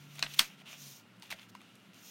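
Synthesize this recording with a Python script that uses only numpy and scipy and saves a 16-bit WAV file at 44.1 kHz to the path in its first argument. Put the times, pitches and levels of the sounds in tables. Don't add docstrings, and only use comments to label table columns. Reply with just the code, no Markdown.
import sys
import numpy as np
from scipy import signal
from scipy.fft import rfft, irfft
from scipy.io import wavfile

SR = 44100
rng = np.random.default_rng(int(sys.argv[2]) if len(sys.argv) > 2 else 0)


def how_loud(loudness_db):
    steps = np.asarray(loudness_db, float) / 20
    return 10 ** steps


def to_wav(s):
    ch = np.atleast_2d(s).T
    pcm = np.round(np.clip(ch, -1, 1) * 32767)
    wavfile.write(sys.argv[1], SR, pcm.astype(np.int16))


N = 92610
PATCHY_DB = 1.2


def rms_one(x):
    return x / np.sqrt(np.mean(x ** 2) + 1e-20)


def drift(rate):
    r = np.exp(-80 * np.pi * rate / SR)
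    noise = rng.standard_normal(N // 40 + 2002)
    slow = signal.lfilter([1], [1, -2 * r, r * r], noise)[2000:]
    return np.interp(np.arange(N) / 40, np.arange(len(slow)), rms_one(slow))


def resonate(x, hz, width_hz):
    r = np.exp(-np.pi * width_hz / SR)
    zeros = np.array([1, 0, -1]) * (1 - r * r) / 2
    poles = [1, -2 * r * np.cos(2 * np.pi * hz / SR), r * r]
    return signal.lfilter(zeros, poles, x)


def colour(x, spectrum, patchy_db):
    hz = np.fft.rfftfreq(N, 1 / SR) + 1
    points_hz, points_db = np.transpose(spectrum)
    shaped = rfft(x) * how_loud(np.interp(np.log(hz), np.log(points_hz), points_db))
    place = 2 * np.log2(hz / 50)
    total = np.zeros(N)
    for k in range(18):
        band = irfft(shaped * np.clip(1 - abs(place - k), 0, 1), N)
        total += band * how_loud(patchy_db * drift(16))
    return rms_one(total)


# (frequency [Hz], density [dB per Hz])
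FLOOR_SPECTRUM = [(60, -49.5), (100, -17), (195, -7), (420, -15.5), (1400, -16.5), (2700, -16),
                  (6500, -29.5), (16000, -37)]
# (frequency [Hz], width [Hz], rms level [dB])
FLOOR_PEAKS = [(190, 25, -65), (233.6, 76, -67.5), (1371, 90, -73.5), (2816, 110, -76)]


def room_floor():
    out = how_loud(-64.5) * colour(rng.standard_normal(N), FLOOR_SPECTRUM, PATCHY_DB)
    for hz, width_hz, db in FLOOR_PEAKS:
        level = how_loud(db + PATCHY_DB * drift(7.4))
        out = out + level * rms_one(resonate(rng.standard_normal(N), hz, width_hz))
    return out


def hum():
    hum_hz, width_hz, level_db = 114, 8, -68.5
    rise_db = np.interp(np.arange(N) / SR, [0.91, 0.97], [-10, 0])
    tone = resonate(rng.standard_normal(N), hum_hz, width_hz)
    tone = resonate(tone, hum_hz, 3.6 * width_hz)
    return how_loud(level_db + rise_db) * rms_one(tone)


# (time [s], pitch [Hz], rms level [dB])
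DRONE_COURSE = [
    (0, 144.6, -55),
    (.2, 145.6, -53.5),
    (.38, 143.8, -55),
    (.45, 151.2, -62),
    (0.562, 146, -68),
    (.66, 151.9, -70),
    (.78, 145.6, -61.5),
    (0.861, 140.6, -55.5),
    (.94, 135.7, -63.5),
]


def drone():
    flutter_db, fade_s = 1.2, 0.03
    t = np.arange(N) / SR
    s, hz, db = np.transpose(DRONE_COURSE)
    level = how_loud(np.interp(t, s, db) + flutter_db * drift(3.5))
    level = level * np.exp(-np.maximum(t - s[-1], 0) / fade_s)
    phase = 2 * np.pi * np.cumsum(np.interp(t, s, hz)) / SR
    return np.sqrt(2) * level * np.sin(phase)


def room(x):
    t60_s, treble_t60_s, gap_s, split_hz = 0.12, 0.6 * 0.12, 0.0078, 4000
    t = np.arange(SR // 2) / SR
    noise = rng.standard_normal(len(t)) * (t > gap_s)
    low = signal.sosfilt(signal.butter(1, split_hz, fs=SR, output="sos"), noise)
    tail = low * how_loud(-60 * t / t60_s) + (noise - low) * how_loud(-60 * t / treble_t60_s)
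    return signal.fftconvolve(x, tail / np.sqrt(np.sum(tail ** 2)))[:N]


def friction():
    grains_per_s, spread_db, grain_share = 2500, 3.0, 0.35
    sizes = how_loud(spread_db * np.minimum(rng.exponential(1, N), 5)) * rng.choice([-1, 1], N)
    dice = rng.random(N)
    grains = sizes * (dice < grains_per_s * how_loud(2.1 * drift(40)) / SR)
    return np.sqrt(grain_share) * rms_one(grains) + np.sqrt(1 - grain_share) * rng.standard_normal(N)


# (start [s], strongest [s], end [s], level [dB], brightness [0-1])
STROKES = [(-.05, .0, 0.16, -61.5, 0.26), (0.09, 0.218, 0.21, -54, 0.36), (0.212, 0.214, 0.39, -58.5, 0.1),
           (0.266, 0.342, 0.36, -49.5, 0.5), (0.356, 0.384, 0.49, -47, 0.56), (.43, 0.483, 0.57, -58, 0.06),
           (0.567, 0.606, 0.63, -59.5, 0), (0.65, 0.687, 0.733, -51, 0), (0.693, 0.722, 0.81, -55.5, 0.2),
           (0.667, 0.73, 0.76, -56, 1), (.76, 0.86, 1.007, -51.5, 0.93), (0.897, 0.984, 1.03, -63, 0.67),
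           (1.162, 1.187, 1.17, -71.5, 0.93), (1.215, 1.233, 1.314, -58, 0.1),
           (1.273, 1.295, 1.21, -53, 0.26), (1.303, 1.297, 1.347, -43, 0.08),
           (1.34, 1.393, 1.44, -59, 0.05), (1.406, 1.42, 1.47, -61, 0.18),
           (1.484, 1.499, 1.508, -60.5, 0.67), (1.594, 1.607, 2.04, -67, 0),
           (1.651, 1.703, 1.655, -63.5, 1), (1.928, 1.95, 2.06, -64.5, 0.54),
           (1.945, 2.043, 2.5, -61, 0.67), (2.02, 2.117, 2.43, -52.5, 0.97)]
# (frequency [Hz], density [dB per Hz])
DULL_RUB = [(300, -19.5), (700, -11), (1600, -9.5), (2650, -0.5), (3500, -3), (4400, -11.5), (6500, -14.5),
            (16000, -24.5)]
# (frequency [Hz], density [dB per Hz])
BRIGHT_RUB = [(500, -24), (2400, -13), (3700, -5), (4700, -7), (6000, 0), (10600, -13), (13200, -5),
              (16000, -9)]


def rubbing():
    roundness = 1.4
    t, dull, bright = np.arange(N) / SR, np.zeros(N), np.zeros(N)
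    for start, top, end, db, shine in STROKES:
        swell = np.interp(t, [start, top, end], [0, 1, 0])
        power = how_loud(2 * db) * np.sin(np.pi / 2 * swell) ** roundness
        dull += (1 - shine) * power
        bright += shine * power
    x = np.sqrt(dull) * colour(friction(), DULL_RUB, PATCHY_DB)
    x = x + np.sqrt(bright) * colour(friction(), BRIGHT_RUB, PATCHY_DB)
    for dip_hz in (7750, 14450):
        x = x - 0.97 * resonate(x, dip_hz, 550)
    return x


# (frequency [Hz], width [Hz], level [dB])
CARD_MODES = [(289, 59, -4.5), (643, 93, -2), (1148, 620, -6), (1555, 328, -4), (2010, 274, -0.5),
              (2624, 370, 2), (3510, 400, 2.5), (4300, 630, 1.5), (5280, 680, -2), (6374, 325, 2.5),
              (8490, 450, 2.5), (11050, 560, -2.5), (12830, 1200, -8), (15000, 350, -2)]


def card_ring(burst, flex_hz, tilt_db, vary_db):
    below_pitch_db_per_octave = 2.5
    ring = np.zeros(len(burst))
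    for k, (hz, width_hz, db) in enumerate(CARD_MODES):
        db = db + vary_db[k] + tilt_db * np.log2(max(hz / 2500, 1))
        db -= below_pitch_db_per_octave * np.log2(max(flex_hz / hz, 1))
        ring += (-1) ** k * how_loud(db) * resonate(burst, hz, width_hz)
    return ring / abs(ring).max()


def card_flex(click, hz, snap_db):
    flex = resonate(resonate(click, hz, 0.2 * hz), hz, 0.2 * hz)
    return how_loud(-1 + 0.5 * min(snap_db + 33, 0)) * flex / abs(flex).max()


def card_crackle(t, grit, dice, tilt_db):
    level_db, t60_s, grains_per_s, grain_size = -13, 0.14, 1200, 2.5
    grains = grit * (0.74 + grain_size * (dice < grains_per_s / SR))
    return how_loud(level_db - 60 * t / t60_s) * resonate(grains, 2100, 3200 * how_loud(0.55 * tilt_db))


# (time [s], peak level [dB], flex pitch [Hz], card ring tilt [dB per octave])
SNAPS = [(.155, -42, 8700, -5), (0.1833, -39, 3700, -23), (0.1898, -37, 2890, -28),
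         (0.1925, -27.5, 4200, -6.5), (0.1964, -43, 2000, -24), (.2055, -50, 4500, -6),
         (.2215, -39, 2570, -7), (.2257, -11.5, 2620, -10.5), (.2268, -16.5, 3960, -8),
         (0.2291, -24, 2360, -29), (0.233, -27.5, 1500, -25), (0.2364, -30, 2210, -33),
         (0.2451, -35.5, 4200, -14), (0.2637, -31, 3530, -22), (0.2669, -30, 2770, -13.5),
         (0.338, -32, 3970, 0), (.343, -32, 3290, 3), (0.3895, -18.5, 3500, -2), (0.3917, -8.5, 4210, 7),
         (0.3932, -2.5, 3300, -3), (.3962, -13, 2910, -1), (0.402, -24.5, 1550, -19),
         (.4098, -22.5, 4540, -20), (0.617, -45, 1020, -34), (.7285, -44, 694, -30),
         (.7295, -39, 2400, -37), (0.7398, -41, 2343, -24.5), (1.198, -51, 7660, 1),
         (1.2225, -36.5, 4300, -6.5), (1.2302, -40.5, 886, -2), (1.2374, -45.5, 1050, 0),
         (1.258, -45, 4000, -13), (1.3165, -34.5, 890, -15), (1.303, -42, 2350, -2), (1.3068, -30, 2460, 0),
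         (1.3141, -28, 4050, -1.5), (1.323, -32.5, 3860, -7), (1.3254, -27, 1990, -33),
         (1.336, -49, 3030, -10), (1.3878, -40.5, 3000, -20), (1.395, -38, 4260, -24),
         (1.415, -46, 3200, -7), (1.43, -43.5, 3400, -12), (1.293, -47, 4000, -12), (1.5504, -34, 990, -7),
         (1.606, -47, 2800, -20), (1.6155, -43, 1190, -7.5), (1.754, -47, 4510, 0.5),
         (1.933, -48, 3980, -9), (1.944, -46, 2980, -1)]


def snaps():
    burst_s, trim_db, card_spread_db = 0.0014, -2.5, 2.0
    thump_hz, thump_db, push_db, push_s = 208, -38, -29.5, 0.015
    t = np.arange(8192) / SR
    ring, near = np.zeros(N + len(t)), np.zeros(N + len(t))
    noise = rng.standard_normal((len(SNAPS), 2, len(t)))
    chance = rng.random((len(SNAPS), len(t)))
    spread_db = rng.normal(0, card_spread_db, (len(SNAPS), len(CARD_MODES)))
    click = (t == 0) + 1e-18
    thump = how_loud(thump_db) * np.sin(2 * np.pi * thump_hz * t) * t / 0.0056 * np.exp(1 - t / 0.0079)
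    push = how_loud(push_db) * t / push_s * np.exp(1 - t / push_s)
    for (s, db, hz, tilt_db), (draw, grit), dice, vary_db in zip(SNAPS, noise, chance, spread_db):
        burst = draw * (t / burst_s) * np.exp(1 - t / burst_s) ** 2 + 3.8 * (t == 0) + 1e-18
        card = card_ring(burst, hz, tilt_db, vary_db)
        flex = card_flex(click, hz, db)
        crackle = card_crackle(t, grit, dice, tilt_db)
        gain = how_loud(db + trim_db) / abs(flex + card).max()
        i = int(s * SR)
        ring[i:i + len(t)] += gain * card
        near[i:i + len(t)] += gain * (flex + crackle + thump + push)
    return ring[:N], near[:N]


def scene():
    ring, near = snaps()
    card = ring + near + how_loud(-11) * room(ring)
    return (card + rubbing() + room_floor() + drone() + hum())[None]


def band_limit(x):
    return signal.sosfilt(signal.butter(12, 16970, fs=SR, output="sos"), x)


def record(dry):
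    x = signal.sosfilt(signal.butter(4, 92, "high", fs=SR, output="sos"), dry) + how_loud(-23) * dry
    x = signal.sosfilt(signal.cheby1(8, 1, 15900, fs=SR, output="sos"), x)
    return band_limit(x)


dry = scene()
out = record(dry)
to_wav(out)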